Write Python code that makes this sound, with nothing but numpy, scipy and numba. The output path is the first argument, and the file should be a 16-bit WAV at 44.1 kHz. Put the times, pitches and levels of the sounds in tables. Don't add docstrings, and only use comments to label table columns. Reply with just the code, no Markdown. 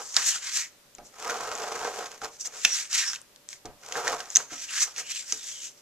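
import sys
import numpy as np
from scipy import signal
from scipy.fft import rfft, irfft
from scipy.io import wavfile
from numba import njit

SR = 44100
rng = np.random.default_rng(int(sys.argv[2]) if len(sys.argv) > 2 else 0)


def dump_mix(stems):
    frames = np.atleast_2d(stems).T
    limited = np.clip(frames, -1, 1)
    pcm = np.round(limited * 32767).astype(np.int16)
    wavfile.write(sys.argv[1], SR, pcm)


N = 256220
T = np.arange(N) / SR


def undb(db):
    return 10 ** (np.asarray(db) / 20)


def unit(x):
    return x / np.sqrt(np.mean(x ** 2))


def decay(t, t60):
    return np.exp(-np.log(1000) * t / t60)


def walk(rate):
    return unit(np.interp(T * rate, np.arange(N), rng.standard_normal(N)))


def colour(x, points, size=4096):
    hz, db = np.transpose(points)
    f = np.maximum(np.fft.rfftfreq(size, 1 / SR), 1)
    cepstrum = irfft(np.log(undb(np.interp(np.log(f), np.log(hz), db))))
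    cepstrum[1:size // 2] *= 2
    cepstrum[size // 2 + 1:] = 0
    response = irfft(np.exp(rfft(cepstrum)))
    return signal.fftconvolve(x, response[None], axes=1)[:, :x.shape[1]]


def wide(pair, half_hz):
    f = np.fft.rfftfreq(pair.shape[1], 1 / SR)
    angle = np.pi / 4 * f / (f + half_hz)
    mid, side = rfft(pair) * np.array([np.cos(angle), np.sin(angle)])
    return irfft(np.array([mid + side, mid - side]), pair.shape[1])


@njit
def resonance(x, hz, width_hz):
    band, high = np.empty_like(x), np.empty_like(x)
    for c in range(len(x)):
        band_state, low_state = 0., 0.
        for i in range(x.shape[1]):
            g, damping = np.tan(np.pi * hz[i] / SR), width_hz[i] / hz[i]
            v = (band_state + g * (x[c, i] - low_state)) / (1 + g * (g + damping))
            low = low_state + g * v
            band[c, i], high[c, i] = damping * v, x[c, i] - damping * v - low
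            band_state, low_state = 2 * v - band_state, 2 * low - low_state
    return band, high


def friction(rate, scatter_db, smooth_db):
    slips = (rng.random(N) < rate / SR) * undb(scatter_db * np.minimum(rng.exponential(size=N), 4))
    grain = unit(slips * rng.standard_normal((2, N)))
    return unit(grain + undb(smooth_db) * rng.standard_normal((2, N)))


def swell(peak_s, rise_s, fall_s, db, drop_db=12, shape=1.69):
    away = np.abs(T - peak_s) / np.where(T < peak_s, rise_s, fall_s)
    return undb(db - np.minimum(drop_db * away ** shape, 200)) ** 2


# frequency in Hz, relative level in dB.
AIR_SPECTRUM = [(25, -17), (90, -20), (120, -12), (190, -12.5), (500, -10), (700, -14), (900, -14),
                (1800, -16), (6200, -16.5), (10000, -21), (14000, -21.5)]

def room_tone(air_db=-58, whine_hz=580, whine_db=-74, rumble_db=-76):
    air = unit(colour(wide(rng.standard_normal((2, N)), half_hz=250), AIR_SPECTRUM))
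    whine = np.sqrt(2) * np.sin(2 * np.pi * whine_hz * T + 0.62 * walk(rate=9.1))
    rumble_spectrum = [(25, -23), (70, -6.5), (150, -14), (400, -19), (2000, -62)]
    rumble = unit(colour(rng.standard_normal((2, N)), rumble_spectrum))
    return undb(air_db) * air + undb(whine_db) * whine + undb(rumble_db) * rumble


def small_room(x, early_db=-13, early_t60=0.065, late_db=-15, late_t60=0.32, first_s=0.00222):
    t = T[:SR // 2]
    response = 0
    for db, t60 in ((early_db, early_t60), (late_db, late_t60)):
        echoes = rng.standard_normal((2, len(t))) * decay(t, t60) * (t > first_s)
        response = response + undb(db) * echoes / np.sqrt(np.sum(echoes ** 2) / 2)
    echo_spectrum = [(100, 5), (600, 9.5), (2000, 2.5), (7000, -5.5), (14000, 0)]
    response = colour(wide(response, half_hz=2000), echo_spectrum)
    return x + signal.fftconvolve(x, response, axes=1)[:, :N]


# frequency in Hz, gain in dB.
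LEFT_RESPONSE = [(100, 4.5), (1200, -1), (4000, 1), (5900, 4), (7250, 11), (8500, 4.5), (10000, 2.5),
                 (14000, -3.5)]
RIGHT_RESPONSE = [(100, 5), (1200, 0), (4200, 1), (6050, 12), (7000, 1.5), (8000, -3.5), (10000, -7),
                  (14000, -22)]

def microphone_ports(x, lag_ms=0.069):
    delay = np.exp(-2j * np.pi * np.fft.rfftfreq(N, 1000 / SR) * lag_ms)
    left = irfft(rfft(x[:1]) * delay, N)
    return np.vstack([colour(left, LEFT_RESPONSE), colour(x[1:], RIGHT_RESPONSE)])


# mode frequency in Hz, relative level in dB, t60 in seconds.
TABLE_MODES = [(54.3, -30, .07), (112.1, -24, 0.16), (252, -18, 0.17), (326, -11.5, 0.12),
               (438, -14.5, 0.18), (603, -16, 0.091), (713, -7, 0.13), (808, -7.5, 0.15),
               (1221.5, -5.5, 0.054)]
# frequency in Hz, relative level in dB.
THUD_SPECTRUM = [(40, -21), (100, -13.5), (200, -8), (330, -6), (700, -3.5), (1400, -6.5), (3000, -15),
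                 (8000, -47)]
# start in seconds, relative tap level in dB, contact time in ms,
# relative level of the following weight in dB.
LANDINGS = [(.166, -39.5, 0.85, -56), (.984, -37.5, 0.57, -33), (1.012, -52, 0.88, -36),
            (2.218, -35.5, 0.78, -32), (2.651, -42, 0.65, -51.5), (3.649, -35.5, 0.77, -21.5),
            (3.660, -40, 0.19, -46), (3.684, -54, 0.59, -30.5), (4.369, -38, 0.77, -56.5),
            (4.518, -38.5, 1, -51), (5.323, -39, 1.56, -43)]

def table_bumps(gain_db=-2, weight_ms=9, thud_db=-9, thud_t60=0.31, spot_db=6.5):
    t, out = T[:SR // 2], np.zeros(N + SR)
    modes = np.array([(-1) ** k * undb(db) * np.sin(2 * np.pi * hz * t) * decay(t, t60)
                      for k, (hz, db, t60) in enumerate(TABLE_MODES)])
    for start, tap_db, contact_ms, weight_db in LANDINGS:
        at = int(start * SR)
        ring = undb(spot_db * rng.uniform(-1.1, 1, len(modes))) @ modes
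        thud = unit(colour(rng.standard_normal((1, len(t))), THUD_SPECTRUM)[0]) * decay(t, thud_t60)
        for db, ms in ((tap_db, contact_ms), (weight_db, weight_ms)):
            push = np.hanning(int(ms * SR / 1000) + 3)
            knock = signal.fftconvolve(ring + undb(thud_db) * thud, push / push.sum())
            out[at:at + len(knock)] += undb(db) * knock
    return undb(gain_db) * out[:N]


def stand_shake(gain_db=-28, t60=0.26, top_hz=110):
    jolt = sum(undb(weight_db) * (T > start) * decay(np.abs(T - start), t60)
               for start, _, _, weight_db in LANDINGS)
    lowpass = signal.butter(3, top_hz, fs=SR, output="sos")
    rumble = signal.sosfilt(lowpass, rng.standard_normal((2, N)) * jolt)
    return undb(gain_db) * rumble * np.sqrt(SR / 2 / top_hz)


# start and end in seconds, first and last pitch in Hz,
# level in dB.
CHATTERS = [(0.581, .671, 1920, 2080, -45), (2.649, 2.692, 2680, 2610, -42),
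            (2.707, 2.759, 5800, 5560, -34.5), (3.013, 3.059, 1750, 1900, -36),
            (3.042, 3.124, 5460, 5300, -39), (4.68, 4.71, 2776, 2720, -40.5),
            (5.031, 5.202, 2670, 3550, -48.5), (5.323, 5.7, 3840, 2830, -52)]

def ringing_sheet(width_hz=550.):
    out = np.zeros((2, N))
    for start, end, first_hz, last_hz, db in CHATTERS:
        at, n = int(start * SR), int((end - start) * SR)
        hz, width = np.linspace(first_hz, last_hz, n), np.full(n, width_hz)
        tone = rng.standard_normal((2, n))
        for _ in range(2):
            tone = resonance(tone, hz, width)[0]
        arch = np.sqrt(np.sin(np.pi * np.arange(n) / n))
        out[:, at:at + n] += unit(tone) * undb(db) * arch
    return wide(out, half_hz=12030)


# firmest moment, rise and fall in seconds, strength in dB.
FINGER_BRUSHES = [(.005, .02, 0.036, -39.5), (2.238, 0.0196, 0.037, -36), (2.475, 0.027, 0.034, -49.5),
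                  (2.555, 0.038, 0.038, -47.5), (4.405, 0.011, 0.015, -39), (4.525, 0.0187, 0.023, -52),
                  (4.877, 0.017, 0.009, -46), (4.985, 0.024, 0.046, -48)]
# time in seconds, strength in dB, resonance of the pressed patch in Hz.
LONG_RUBS = [
    [(1.12, -70, 1154), (1.202, -45, 867), (1.304, -28.5, 1006), (1.372, -36.5, 958), (1.724, -36.5, 664.4),
     (1.822, -36, 784), (1.87, -31, 600.6), (1.894, -40, 665), (2.028, -36.5, 667), (2.096, -50, 865),
     (2.162, -51, 566), (2.19, -60, 636)],
    [(3.8, -75, 722), (3.834, -53.5, 783), (3.882, -50.5, 784), (3.974, -30, 946), (4.03, -35.5, 960),
     (4.082, -28, 731), (4.118, -35.5, 666), (4.13, -28, 687), (4.168, -42.5, 922), (4.19, -43, 820),
     (4.25, -49, 1081), (4.3, -53, 820)],
]

def finger_motion(brush_hz=800., fade_s=0.027):
    power = sum(swell(*brush) for brush in FINGER_BRUSHES)
    patch_hz = np.full(N, brush_hz)
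    for rub in LONG_RUBS:
        times, db, hz = np.transpose(rub)
        first, last = times[0], times[-1]
        contact = np.interp(T, [first - fade_s, first, last, last + fade_s], [0, 1, 1, 0])
        power = power + contact * undb(np.interp(T, times, db)) ** 2
        patch_hz = patch_hz + contact * (np.interp(T, times, hz) - patch_hz)
    return np.sqrt(power), patch_hz


# frequency in Hz, relative level in dB.
SCRUB_SPECTRUM = [(60, -37), (125, -23), (200, -22), (330, -12.5), (450, -1), (600, -7), (720, -3),
                  (850, -5.5), (1050, -4), (1350, -1), (2100, -13), (3400, -19), (4500, -16.5), (7000, -40)]
SKIN_SPECTRUM = [(500, -13), (2200, 4), (4000, -1), (7000, -0.5), (10000, -7), (14500, -6)]

def rubbing_fingers(press, patch_hz, scrub_db=-2, skin_db=-5.5, judder_db=2.1, pivot_db=-41.5):
    scrub = colour(wide(friction(rate=700, scatter_db=2.5, smooth_db=-0.5), half_hz=3500), SCRUB_SPECTRUM)
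    patch_ring = resonance(scrub, patch_hz, 0.79 * patch_hz)[0]
    scrub = unit(scrub + patch_ring)
    skin_slips = wide(friction(rate=1200, scatter_db=3.5, smooth_db=0.5), half_hz=3430)
    skin = unit(colour(skin_slips, SKIN_SPECTRUM))
    graze = undb(pivot_db) * (press / undb(pivot_db)) ** 0.64
    judder = undb(judder_db * walk(rate=140))
    return judder * (undb(scrub_db) * press * scrub + undb(skin_db) * graze * skin)


def crinkles(strength, per_s=13, relative_db=-4, scatter_db=3, low_hz=1490, high_hz=7550, t60_ms=14):
    when, pitch, size = rng.random((int(per_s * N / SR), 3)).T
    at = (when * N).astype(int)
    levels = 20 * np.log10(strength[at]) + relative_db + scatter_db * (2 * size - 1)
    pitches = low_hz * (high_hz / low_hz) ** pitch
    return [(start, db, hz, db, t60_ms) for start, db, hz in zip(T[at], levels, pitches)]


# frequency in Hz, gain in dB.
CRACK_SPECTRUM = [(40, -36.5), (300, -23), (800, -8), (1600, 3), (4000, 5), (7000, 0.5), (10000, -8.5),
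                  (14500, -12)]
# start in seconds, ring level in dB, ring pitch in Hz, relative crack level in dB, its t60 in ms.
SNAPS = [ (.1432, -30, 5800, -31, 60), (.1656, -8, 4720, -11, 36), (.177, -22, 1670, -38, 25),
         (.359, -27.5, 1455, -30, 27.5), (.572, -20.5, 6710, -17, 6.9), (.95, -34.5, 7570, -51, 46),
         (.984, -45, 2230, -45, 27), (1.272, -28, 1210, -49.5, 14), (1.297, -19.5, 1380, -28, 30),
         (1.516, -26, 1315, -27, 11), (1.552, -25, 6400, -41, 6), (1.814, -25, 932, -34, 11),
         (2.058, -31.5, 4020, -35, 57), (2.217, -29, 1310, -36, 18), (2.2455, -40, 5300, -27, 16),
         (2.4732, -23, 7340, -37, 6), (2.649, -12, 5600, -11, 19), (2.6509, -2, 2695, -8, 13),
         (2.9295, -25, 6400, -22.5, 22), (3.133, -27, 1590, -25, 12), (3.1497, -30, 3470, -27, 7.3),
         (3.159, -29, 2620, -30, 13), (3.2155, -31, 9060, -42, 3.9), (3.3607, -41, 9050, -41, 11),
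         (3.489, -30, 7540, -32, 7), (3.5295, -35, 5905, -30, 15), (3.655, -54, 6350, -36, 40),
         (3.834, -42, 1510, -43.5, 25), (3.862, -50, 6030, -33.5, 19), (3.9232, -30, 6380, -24.5, 16),
         (3.955, -23, 1702, -40, 13), (4.071, -18.5, 1580, -30, 55), (4.078, -15, 1830, -20, 27),
         (4.128, -30, 1060, -28.5, 18), (4.2031, -29.5, 1570, -26.5, 31), (4.3027, -24.5, 7100, -39, 8),
         (4.353, -12.5, 6100, -24, 3.5), (4.3582, -5, 6000, -13.5, 18), (4.3647, -23, 6340, -18.5, 26),
         (4.3688, 0.5, 7450, -9, 7.7), (4.8061, -17, 6100, -23, 14), (4.9625, -33, 2600, -30.5, 14),
         (4.981, -24.5, 6240, -39, 6.9), (5.3233, -15, 6050, -20, 19)]

def snaps(rows, crack_gain_db=-2, rise_ms=0.14, waver=0.0978, waver_ms=0.39, size=4096):
    rings, cracks = np.zeros((2, 2, N + size))
    ms = 1000 * np.arange(size) / SR
    for start, ring_db, hz, crack_db, crack_ms in rows:
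        at = slice(int(start * SR), int(start * SR) + size)
        ring_ms = 23.4 * (1500 / hz) ** 0.83
        wobble = np.interp(ms / waver_ms, np.arange(size), rng.standard_normal(size))
        pitch = hz * (1 + waver * wobble)
        swing = np.sin(2 * np.pi * np.cumsum(pitch) / SR) * (1 - np.exp(-ms / rise_ms))
        rings[:, at] += undb(ring_db) * swing * decay(ms, ring_ms)
        cracks[:, at] += undb(crack_db) * rng.standard_normal((2, size)) * decay(ms, crack_ms)
    cracks = colour(wide(cracks[:, :N], half_hz=12000), CRACK_SPECTRUM)
    return rings[:, :N] + undb(crack_gain_db) * cracks


def flexing(x, centres_hz, drift, width, depth, rate):
    out = x
    for centre_hz in centres_hz:
        hz = np.minimum(centre_hz * np.exp(drift * walk(rate)), .4 * SR)
        out = out + depth * walk(rate) * resonance(x, hz, width * hz)[0]
    return unit(out)


# fastest moment, rise and fall in seconds,
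# strength in dB, relative level of the sheet's body in dB, nominal air-gap pitch in Hz.
PUSHES = [ (.06, 0.13, 0.31, -43.5, -14.5, 1450), (0.189, 0.042, 0.1, -30.5, -3.5, 1760),
          (0.282, 0.0398, 0.041, -21, -11, 2322), (.345, 0.062, 0.045, -33, -3.5, 1980),
          (.48, 0.074, 0.053, -35.5, -1, 2135), (0.564, .042, 0.071, -26.5, -6, 2370),
          (1.06, 0.023, 0.041, -52, -24, 1990), (2.345, .04, 0.036, -51, -7.5, 2010),
          (2.412, 0.019, 0.025, -38, -24, 2090), (2.462, 0.019, 0.016, -32, -15, 1850),
          (2.578, 0.055, .055, -42.5, -6.5, 1983), (2.67, 0.049, 0.059, -32, -4, 2580),
          (2.765, 0.053, 0.073, -28.5, -5, 2290), (2.915, 0.0177, 0.022, -37.5, -4, 2200),
          (2.942, 0.019, 0.054, -28.5, -4, 2330), (2.995, 0.064, 0.059, -27.5, -2, 2400),
          (3.079, 0.063, 0.078, -35.5, -4.5, 1870), (3.51, 0.02, 0.061, -46, -9, 2370),
          (4.32, .035, 0.053, -43, -10.5, 1572), (4.39, 0.036, 0.061, -40.5, -6.5, 1145),
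          (4.524, .025, 0.057, -41, -2, 1700), (4.63, 0.065, .045, -39, -5, 2390),
          (4.77, 0.076, 0.047, -31, -3, 2124), (4.819, 0.02, 0.0329, -23, -9, 2157),
          (4.87, .03, 0.095, -47, -5.5, 1590), (4.995, .032, 0.032, -34, -4.5, 2126),
          (5.07, 0.052, .03, -46.5, -3, 2680), (5.113, 0.022, 0.018, -32, -4, 2817),
          (5.168, 0.047, 0.063, -37, -4.5, 3052), (5.315, 0.076, 0.1, -37.5, -10, 2200),
          (5.485, 0.089, .15, -38.5, -9, 2570), (5.654, 0.057, 0.05, -40.5, -6, 2750),
          (5.785, 0.048, 0.042, -59.5, -9, 2000)]

def sheet_motion():
    power = np.array([swell(*push[:4]) for push in PUSHES])
    total = power.sum(axis=0)
    body_db, gap_hz = np.array(PUSHES)[:, 4:].T @ power / total
    return np.sqrt(total), body_db, gap_hz


# frequency in Hz, relative level in dB.
HISS_SPECTRUM = [(150, -34.5), (800, -20.5), (2500, -10.5), (4000, -3.5), (5500, 1), (7500, 2.5),
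                 (10000, -7), (14500, -9.5)]
BODY_SPECTRUM = [(500, 11), (1800, 1.5), (3200, -1), (4500, 0), (7000, -21.5), (14000, -34.5)]

def sliding_sheet(drag, body_db, gap_hz, hiss_db=-4, body_trim_db=-0.45, judder_db=1.5):
    hiss = colour(wide(friction(rate=3000, scatter_db=-0.5, smooth_db=2.5), half_hz=4000), HISS_SPECTRUM)
    hiss = flexing(hiss, (4400, 5050, 6380, 8080), drift=0.064, width=0.051, depth=0.52, rate=14)
    body = colour(wide(friction(rate=2000, scatter_db=5.5, smooth_db=5.5), half_hz=5000), BODY_SPECTRUM)
    edge_hz = 0.73 * gap_hz
    for _ in range(2):
        body = resonance(body, edge_hz, edge_hz)[1]
    body = flexing(body, (1600, 2300, 3300), drift=0.1534, width=0.074, depth=0.7, rate=12)
    judder = undb(judder_db * walk(rate=160))
    return drag * judder * (undb(hiss_db) * hiss + undb(body_trim_db + body_db) * body)


def scene():
    drag, body_db, gap_hz = sheet_motion()
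    press, patch_hz = finger_motion()
    paper = sliding_sheet(drag, body_db, gap_hz) + ringing_sheet()
    fingers = rubbing_fingers(press, patch_hz) + table_bumps()
    snapping = snaps(SNAPS + crinkles(drag + press))
    return microphone_ports(small_room(paper + fingers + snapping)) + room_tone() + stand_shake()


def record(dry, ceiling=0.69, top_hz=14300):
    lowpass = signal.ellip(10, .2, 70, top_hz, fs=SR, output="sos")
    return signal.sosfilt(lowpass, np.clip(dry, -ceiling, ceiling))


dry = scene()
out = record(dry)
dump_mix(out)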